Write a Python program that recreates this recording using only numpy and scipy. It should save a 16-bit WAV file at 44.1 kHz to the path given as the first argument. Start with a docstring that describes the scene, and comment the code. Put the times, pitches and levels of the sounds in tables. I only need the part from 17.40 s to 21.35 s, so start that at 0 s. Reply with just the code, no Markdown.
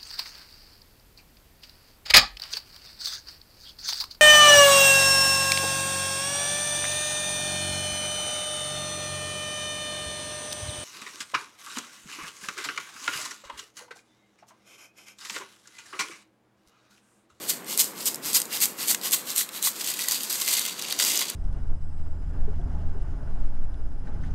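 """Sand and shells in a steel scoop

A steel mesh scoop is shaken close by on a beach. Nine times coarse sand slides back, is thrown against the
mesh and trickles through: dense random grains, coloured and swelled. Then the scoop is tilted and the shells
left in it tumble, as bunched grains and ticks. Fragments click as short modes with a noisy crack, and heavier
pieces knock on the wall. The basket rings faintly; behind lies a low rush of surf and air, as coloured noise.
"""
import sys
import numpy as np
from scipy import signal
from scipy.fft import rfft, irfft, next_fast_len
from scipy.io import wavfile
from scipy.ndimage import map_coordinates

SR = 44100
rng = np.random.default_rng(int(sys.argv[2]) if len(sys.argv) > 2 else 0)


def waveform_to_disk(signal):
    """Save audio, clipped to [-1, 1], as 16-bit WAV at the path in sys.argv[1]."""
    frames = np.transpose(np.atleast_2d(signal))
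    scaled = np.clip(frames, -1, 1) * 32767
    samples = np.round(scaled).astype(np.int16)
    wavfile.write(sys.argv[1], SR, samples)


N = 174195  # length in samples

# Levels in the tables come before the layer trims (..._DB) further down.
# throws of sand against the mesh: centre_s, level_db, half_width_s
SAND_THROWS = [(0.102, -20, 0.01), (0.406, -15, 0.012), (.673, -20, 0.011), (0.962, -16.5, .016),
               (1.232, -17, 0.015), (1.504, -19.5, 0.02), (1.738, -17, 0.01), (1.994, -21.5, 0.024),
               (2.262, -20, .021)]
# sand sliding back before each throw: centre_s, level_db, half_width_s
SAND_SLIDES = [(.041, -40, 0.035), (0.32, -31.5, 0.031), (.613, -37.5, 0.036), (0.881, -30, 0.031),
               (1.154, -30, 0.03), (1.427, -31.5, 0.033), (1.663, -28.5, 0.024), (1.902, -33, 0.029),
               (2.165, -35.5, 0.029)]
# loudness of the shells rolling in the tilted scoop: time_s, level_db
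TUMBLE_LEVEL = [(2.27, -59), (2.35, -45), (2.41, -28.5), (2.435, -35.5), (2.49, -27.5), (2.57, -37.5),
                (2.597, -30), (2.664, -37), (2.695, -25.5), (2.79, -36), (2.865, -37), (2.925, -31.5),
                (3.0, -31), (3.13, -27.5), (3.29, -29), (3.34, -36), (3.39, -31.5), (3.47, -36.5),
                (3.51, -29.5), (3.565, -35), (3.6, -20), (3.65, -24), (3.735, -26.5), (3.82, -24),
                (3.862, -35.5), (3.9, -27.5), (3.925, -39)]
# single fragments striking the basket: touch_s, peak_db, pitch_hz
FRAGMENT_CLICKS = [(0.0947, -13, 8170), (0.244, -27.5, 8200), (0.3748, -6.5, 7910), (0.3915, -14.5, 6900),
                   (0.442, -14.5, 7840), (0.656, -16, 11800), (0.7439, -14.5, 8100), (0.7563, -19.5, 8950),
                   (0.9305, -9.5, 8100), (0.946, -9, 4620), (1.0003, -12, 9200), (1.0166, -10.5, 7930),
                   (1.0537, -23, 8400), (1.2023, -13, 8060), (1.255, -7, 8800), (1.482, -11, 7660),
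                   (1.5115, -10, 7400), (1.546, -10.5, 6450), (1.6127, -19.5, 4610), (1.7093, -14, 8600),
                   (1.718, -12, 8100), (1.902, -15.5, 4850), (1.961, -10, 13000), (1.9793, -8, 8100),
                   (2.089, -23, 3860), (2.2252, -11.5, 8400), (2.4632, -17, 6560), (2.539, -19.5, 2900),
                   (2.5905, -14, 2770), (2.6433, -20.5, 2220), (2.684, -8, 4850), (2.7098, -7, 5880),
                   (2.7192, -8, 8300), (2.761, -21, 3500), (2.833, -11, 11900), (2.9265, -10, 8700),
                   (3.0166, -10.5, 3180), (3.025, -15, 7630), (3.0475, -20, 4850), (3.0606, -14, 8800),
                   (3.085, -17, 4800), (3.1363, -13, 6960), (3.1933, -11, 8900), (3.2615, -15, 6960),
                   (3.295, -20, 6630), (3.392, -20, 3210), (3.422, -14.5, 4770), (3.4486, -24, 3220),
                   (3.4824, -20, 3050), (3.5023, -22, 3190), (3.5236, -9.5, 4400), (3.5625, -23, 4570),
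                   (3.5888, -9.5, 6600), (3.6093, -16, 4540), (3.6378, -9, 6360), (3.648, -11, 5950),
                   (3.679, -13.5, 6700), (3.702, -13.5, 6600), (3.755, -11.5, 6660), (3.774, -7, 6720),
                   (3.791, -12, 6400), (3.8133, -15, 3060), (3.8994, -13.5, 8740)]
# heavier pieces knocking on the steel wall: start_s, peak_db, pitch_hz, clack_against_ring_db
WALL_KNOCKS = [(0.965, -32, 930, -2), (1.121, -27, 1940, -4), (1.235, -26.5, 2010, -5),
               (1.512, -25, 1050, 1), (1.546, -20.5, 2200, 4), (1.739, -29, 1070, -11),
               (2.01, -25, 2040, -3), (2.271, -24, 1100, -7), (2.681, -26, 1980, -15),
               (3.017, -20.5, 3300, -5), (3.524, -26.5, 1850, -8), (3.641, -27, 2010, -9),
               (3.815, -21.5, 2040, -6)]
# ways the steel scoop vibrates: pitch_hz, level_db, t60_s (time to fall by 60 dB)
SCOOP_MODES = [(940, -5.5, 0.057), (1080, -2.5, 0.098), (1450, -7, 0.045), (2015, 3, 0.056),
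               (2380, -7.5, 0.032), (2850, -1.5, 0.052), (3450, -4.5, 0.027), (4140, 3, 0.022),
               (4800, 7, 0.029)]
# tone colours of the layers: frequency_hz, gain_db
THROWN_SAND_COLOUR = [(300, -33.5), (900, -16.5), (1700, -13.5), (3000, -5.5), (4600, -1.5), (5200, -4.5),
                      (6300, -1), (8200, 3), (10300, -3.5), (12600, 2.5), (15500, -8)]
SLIDING_SAND_COLOUR = [(300, -12), (900, -3), (1700, -6.5), (3000, 0), (4600, 1.5), (5200, 0), (6500, 0),
                       (8200, 3.5), (10300, -2), (12600, 4.5), (15500, -6)]
SHELL_COLOUR = [(150, -45), (400, -11.5), (900, -10.5), (1600, -9.5), (2900, -2), (4400, 1), (5250, -4),
                (6500, -0.5), (8300, -2.5), (10300, -8), (12800, -8), (15500, -16)]
SURF_COLOUR = [(25, -23), (75, -31), (132, -8), (213, 0.5), (355, -1), (517, -3.5), (700, -8), (1170, -10),
               (1980, -120)]
AIR_COLOUR = [(300, -19.5), (700, -7), (1100, 5), (2200, 1), (5000, -16), (15000, -41)]
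# loudness of the surf: time_s, level_db
SURF_LOUDNESS = [(0, -44), (1.8, -47), (2.08, -52), (2.6, -49.5), (3.2, -50), (3.7, -45.5), (3.95, -48.5)]
# level of the last grit against the shells: time_s, level_db
GRIT_LEVEL = [(2.3, -2), (3.15, 0.5), (3.35, -11), (3.55, -20), (3.65, -4), (3.95, -11)]

# Surf and air
AIR_DB = -49
SURF_WAVER_DB, SURF_WAVER_PER_S = 0.54, 6.86  # quick swell and ebb of the rush
# Sand
GRAINS_PER_S, GRAIN_SPREAD_DB = 12000, 6
THROW_DB, SLIDE_DB = -1, 1.5
CHIPS_IN_THROW_DB, CHIPS_IN_SLIDE_DB = -9, -6
TRICKLE_DB, TRICKLE_RISE_S, TRICKLE_FALL_S = -7, 0.01, 0.022  # stray grains around each throw
SLIDE_SQUARENESS = 2.26  # above 2 a slide starts and stops more abruptly than a bell curve
# Shell chips
CHIPS_PER_S, CHIP_SPREAD_DB = 500, 3
CHIP_HZ, CHIP_CYCLES = 5460, 3.3  # central pitch; cycles until a tick fades to 37 %
CHIP_MODE_SPREAD, CHIP_PITCH_SPREAD = 0.447, 0.262  # log scatter of pitch within a chip and between chips
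CHIP_LIMIT = 1.6  # largest chip, in standard deviations of size
# Tumbling shells
SCRAPE_DB, CHIP_DB = -4.5, -6.5
BUMPS_PER_S, BUMP_FALL_S, BUMP_SPREAD_DB = 130, 0.0047, 3.5  # collisions that bunch the rattle
BUMP_SHARE = 0.62  # part of the power that follows the collisions
# Clicks; crack and ring times are for a piece at the reference pitch
CLICK_T60_S, CRACK_DB, CRACK_T60_S = 0.012, -8, 0.0066
CHATTER_DB, CHATTER_T60_S = -27, 0.032
CLICK_REFERENCE_HZ, CLICK_SIZE_LAW = 7000, 0.43  # bigger pieces sound lower and crack for longer
CLICK_SPREAD, CLICK_DELAY_S = 0.162, 0.001  # log scatter of a fragment's modes; from touch to crack
CLICK_ATTACK_S, CLICK_LOW_HZ = 0.00017, 700  # rise time; bass cut
# Knocks
KNOCK_DB = 1.5
CLACK_LOW, CLACK_HIGH = 0.73, 1.63  # band of a clack, times its pitch
KNOCK_FOCUS_DB, KNOCK_ATTACK_S = 5.5, 0.00087  # loss per octave away from the pitch; rise time
CLACK_T60_S, KNOCK_DAMP_T60_S = 0.019, 0.17  # the piece's own dry clack; the load muffles the ring
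# Basket
RING_DB = -15
SHIFT_S, LOAD_DETUNE = 0.1994, 0.021  # the load shifts this often; share by which it detunes the basket
MODE_SPREAD_DB = 2.44  # scatter of the mode levels from one ring to the next
# Limits of the whole sound
LOW_CUT_HZ, TOP_HZ = 80, 15700


def amp(db):
    """Turn decibels into an amplitude factor."""
    return 10 ** (np.asarray(db) / 20)


def unit(x):
    """Scale a sound to rms 1."""
    return x / np.sqrt(np.mean(x ** 2) + 1e-20)


def curve(rows):
    """One value per sample from (time, value) points."""
    return np.interp(np.arange(N) / SR, *np.transpose(rows))


def colour(x, points):
    """Filter a sound to the gains of the (Hz, dB) points, with no echo ahead of it."""
    m = next_fast_len(N + SR // 2, True)
    f, db = np.transpose(points)
    log_hz = np.log(np.fft.rfftfreq(m, 1 / SR) + 1)
    gain = amp(np.interp(log_hz, np.log(f), db))
    # Folding the cepstrum forward in time makes the filter causal (minimum phase)
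    cepstrum = irfft(np.log(gain), m)
    cepstrum[1:m // 2] *= 2
    cepstrum[m // 2 + 1:] = 0
    return irfft(rfft(x, m) * np.exp(rfft(cepstrum)), m)[:N]


def decay(t, t60):
    """Exponential fade that falls by 60 dB in t60 seconds."""
    return np.exp(-np.log(1000) * t / t60)


def add(track, s, sound):
    """Mix a sound into the track at time s."""
    part = track[max(round(s * SR), 0):][:len(sound)]
    part += sound[:len(part)]


def beach():
    """A low, wavering rush of surf with a faint airy hiss, both coloured noise."""
    knots = rng.standard_normal(int(N / SR * SURF_WAVER_PER_S) + 4)
    waver = map_coordinates(knots, [np.arange(N) / SR * SURF_WAVER_PER_S])  # smooth path through the knots
    surf = unit(colour(rng.standard_normal(N), SURF_COLOUR))
    air = unit(colour(rng.standard_normal(N), AIR_COLOUR))
    return amp(curve(SURF_LOUDNESS) + SURF_WAVER_DB * waver) * surf + amp(AIR_DB) * air


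def scoop_ring(pitch_hz=2000, focus_db=0):
    """One contact's ring: the load detunes the modes, and the spot hit favours those near one pitch."""
    t = np.arange(SR // 6) / SR
    ring = np.zeros(len(t))
    for hz, db, t60 in SCOOP_MODES:
        level = amp(db + rng.normal(0, MODE_SPREAD_DB) - focus_db * abs(np.log2(hz / pitch_hz)))
        detuned_hz = hz * (1 + LOAD_DETUNE * rng.standard_normal())
        ring += level * decay(t, t60) * np.sin(2 * np.pi * (detuned_hz * t + rng.random()))
    return ring


def basket(load):
    """The load drives the basket, which rings a little differently each time the load shifts."""
    out, shifts = np.zeros(N), np.arange(N) / SR / SHIFT_S
    for k in range(int(shifts[-1]) + 2):
        ring = scoop_ring()
        share = np.sqrt(np.maximum(1 - abs(shifts - k), 0))  # crossfade between neighbouring rings
        out += signal.oaconvolve(load * share, ring / np.linalg.norm(ring))[:N]
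    return out


def knocks():
    """Heavier pieces clack on the wall and set the loaded basket ringing briefly."""
    out = np.zeros(N)
    for s, db, hz, clack_db in WALL_KNOCKS:
        ring = scoop_ring(hz, KNOCK_FOCUS_DB)
        t = np.arange(len(ring)) / SR
        band = [CLACK_LOW * hz, min(CLACK_HIGH * hz, SR / 3)]
        b, a = signal.butter(2, band, "bandpass", fs=SR)
        clack = unit(signal.lfilter(b, a, rng.standard_normal(len(t))))
        ring = ring / np.abs(ring).max() * decay(t, KNOCK_DAMP_T60_S)
        hit = ring + amp(clack_db) * clack * decay(t, CLACK_T60_S)
        hit = hit * (1 - np.exp(-t / KNOCK_ATTACK_S))
        add(out, s, amp(db + KNOCK_DB) * hit / np.abs(hit).max())
    return out


def clicks():
    """A fragment lands: a crack, short close modes and a little chatter; it is too small to give bass."""
    out, t = np.zeros(N), np.arange(SR // 20) / SR
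    grit = unit(colour(rng.standard_normal(N), THROWN_SAND_COLOUR))
    for s, db, hz in FRAGMENT_CLICKS:
        size = (CLICK_REFERENCE_HZ / hz) ** CLICK_SIZE_LAW
        modes_hz = hz * np.exp(CLICK_SPREAD * rng.standard_normal((6, 1)))
        tones = np.sin(2 * np.pi * (modes_hz * t + rng.random(modes_hz.shape)))
        ring = tones.mean(0) * decay(t, CLICK_T60_S * size)
        crack = amp(CRACK_DB) * decay(t, CRACK_T60_S * size)
        chatter = amp(CHATTER_DB) * decay(t, CHATTER_T60_S)
        noise = np.roll(grit, rng.integers(N))[:len(t)]  # a random stretch of the grit
        hit = (ring + (crack + chatter) * noise) * (1 - np.exp(-t / CLICK_ATTACK_S))
        add(out, s + CLICK_DELAY_S, amp(db) * hit / np.abs(hit).max())
    return signal.sosfilt(signal.butter(2, CLICK_LOW_HZ, "highpass", fs=SR, output="sos"), out)


def grains():
    """Dense tiny impacts of unequal size, rms 1."""
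    hit = rng.random(N) < GRAINS_PER_S / SR
    sign = np.sign(rng.standard_normal(N))
    size = amp(GRAIN_SPREAD_DB * np.minimum(rng.standard_normal(N), 2))
    return unit(hit * sign * size)


def chips():
    """Shell chips colliding at random, each a dry tick of several unrelated modes, rms 1."""
    count = int(CHIPS_PER_S * N / SR)
    start = rng.integers(0, N, count)[:, None]
    size, pitch, *modes = rng.standard_normal((count, 7)).T[:, :, None]  # five modes per chip
    k = np.arange(SR // 250)
    ticks = 0
    for mode in modes:
        hz = CHIP_HZ * np.exp(CHIP_PITCH_SPREAD * pitch + CHIP_MODE_SPREAD * mode)
        hz = np.clip(hz, 1200, TOP_HZ)
        cycles = hz * k / SR
        level = rng.choice([-1, 1], (count, 1)) * np.sqrt(hz)
        ticks = ticks + level * np.exp(-cycles / CHIP_CYCLES) * np.sin(2 * np.pi * cycles)
    ticks = ticks * amp(CHIP_SPREAD_DB * np.minimum(size, CHIP_LIMIT))
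    return unit(np.bincount((start + k).ravel(), ticks.ravel(), N)[:N])  # sum the overlapping ticks


def bumps():
    """Random collisions, each a sudden rise and quick fall of the rattle, rms 1."""
    strength = amp(BUMP_SPREAD_DB * np.minimum(rng.standard_normal(N), 1)) ** 2
    hit = (rng.random(N) < BUMPS_PER_S / SR) * strength
    power = signal.lfilter([1], [1, -np.exp(-1 / (BUMP_FALL_S * SR))], hit)
    return np.sqrt(1 - BUMP_SHARE + BUMP_SHARE * power / power.mean())


def tumble():
    """The remaining shells scrape and bump over each other, mixed with the last grit."""
    grit = amp(curve(GRIT_LEVEL)) * unit(colour(grains(), THROWN_SAND_COLOUR))
    scrape = amp(SCRAPE_DB) * unit(colour(grains(), SHELL_COLOUR))
    rattle = amp(CHIP_DB) * unit(colour(chips(), SHELL_COLOUR))
    return amp(curve(TUMBLE_LEVEL)) * bumps() * (grit + scrape + rattle)


def coarse_sand(spectrum, chips_db):
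    """Grains mixed with some shell chips and given one tone colour, rms 1."""
    return unit(colour(grains() + amp(chips_db) * chips(), spectrum))


def sand():
    """Each shake is a soft slide, then a throw with a trickle around it; their powers add up."""
    t = np.arange(N) / SR
    thrown, sliding = np.zeros(N), np.zeros(N)  # power over time
    for s, db, width in SAND_THROWS:
        u = t - s
        trickle_shape = np.exp(-np.maximum(u / TRICKLE_FALL_S, -u / TRICKLE_RISE_S))
        trickle = amp(TRICKLE_DB) ** 2 * trickle_shape
        thrown += amp(db) ** 2 * (np.exp(-(u / width) ** 2) + trickle)
    for s, db, width in SAND_SLIDES:
        sliding += amp(db) ** 2 * np.exp(-abs((t - s) / width) ** SLIDE_SQUARENESS)
    throws = np.sqrt(thrown) * coarse_sand(THROWN_SAND_COLOUR, CHIPS_IN_THROW_DB)
    slides = np.sqrt(sliding) * coarse_sand(SLIDING_SAND_COLOUR, CHIPS_IN_SLIDE_DB)
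    return amp(THROW_DB) * throws + amp(SLIDE_DB) * slides


def scene():
    """Sand, tumbling shells and clicks also ring the basket faintly; knocks carry their own ring."""
    load = sand() + tumble() + clicks()
    return (load + knocks() + beach() + amp(RING_DB) * basket(load))[None]


def record(dry):
    """Thin the deep bass and keep nothing above the top frequency."""
    m = next_fast_len(N + SR // 2)
    hz = np.fft.rfftfreq(m, 1 / SR)
    bass_cut = hz ** 2 / np.hypot(hz ** 2, LOW_CUT_HZ ** 2)
    return irfft(rfft(dry, m) * bass_cut * (hz < TOP_HZ), m)[..., :N]


dry = scene()
out = record(dry)
waveform_to_disk(out)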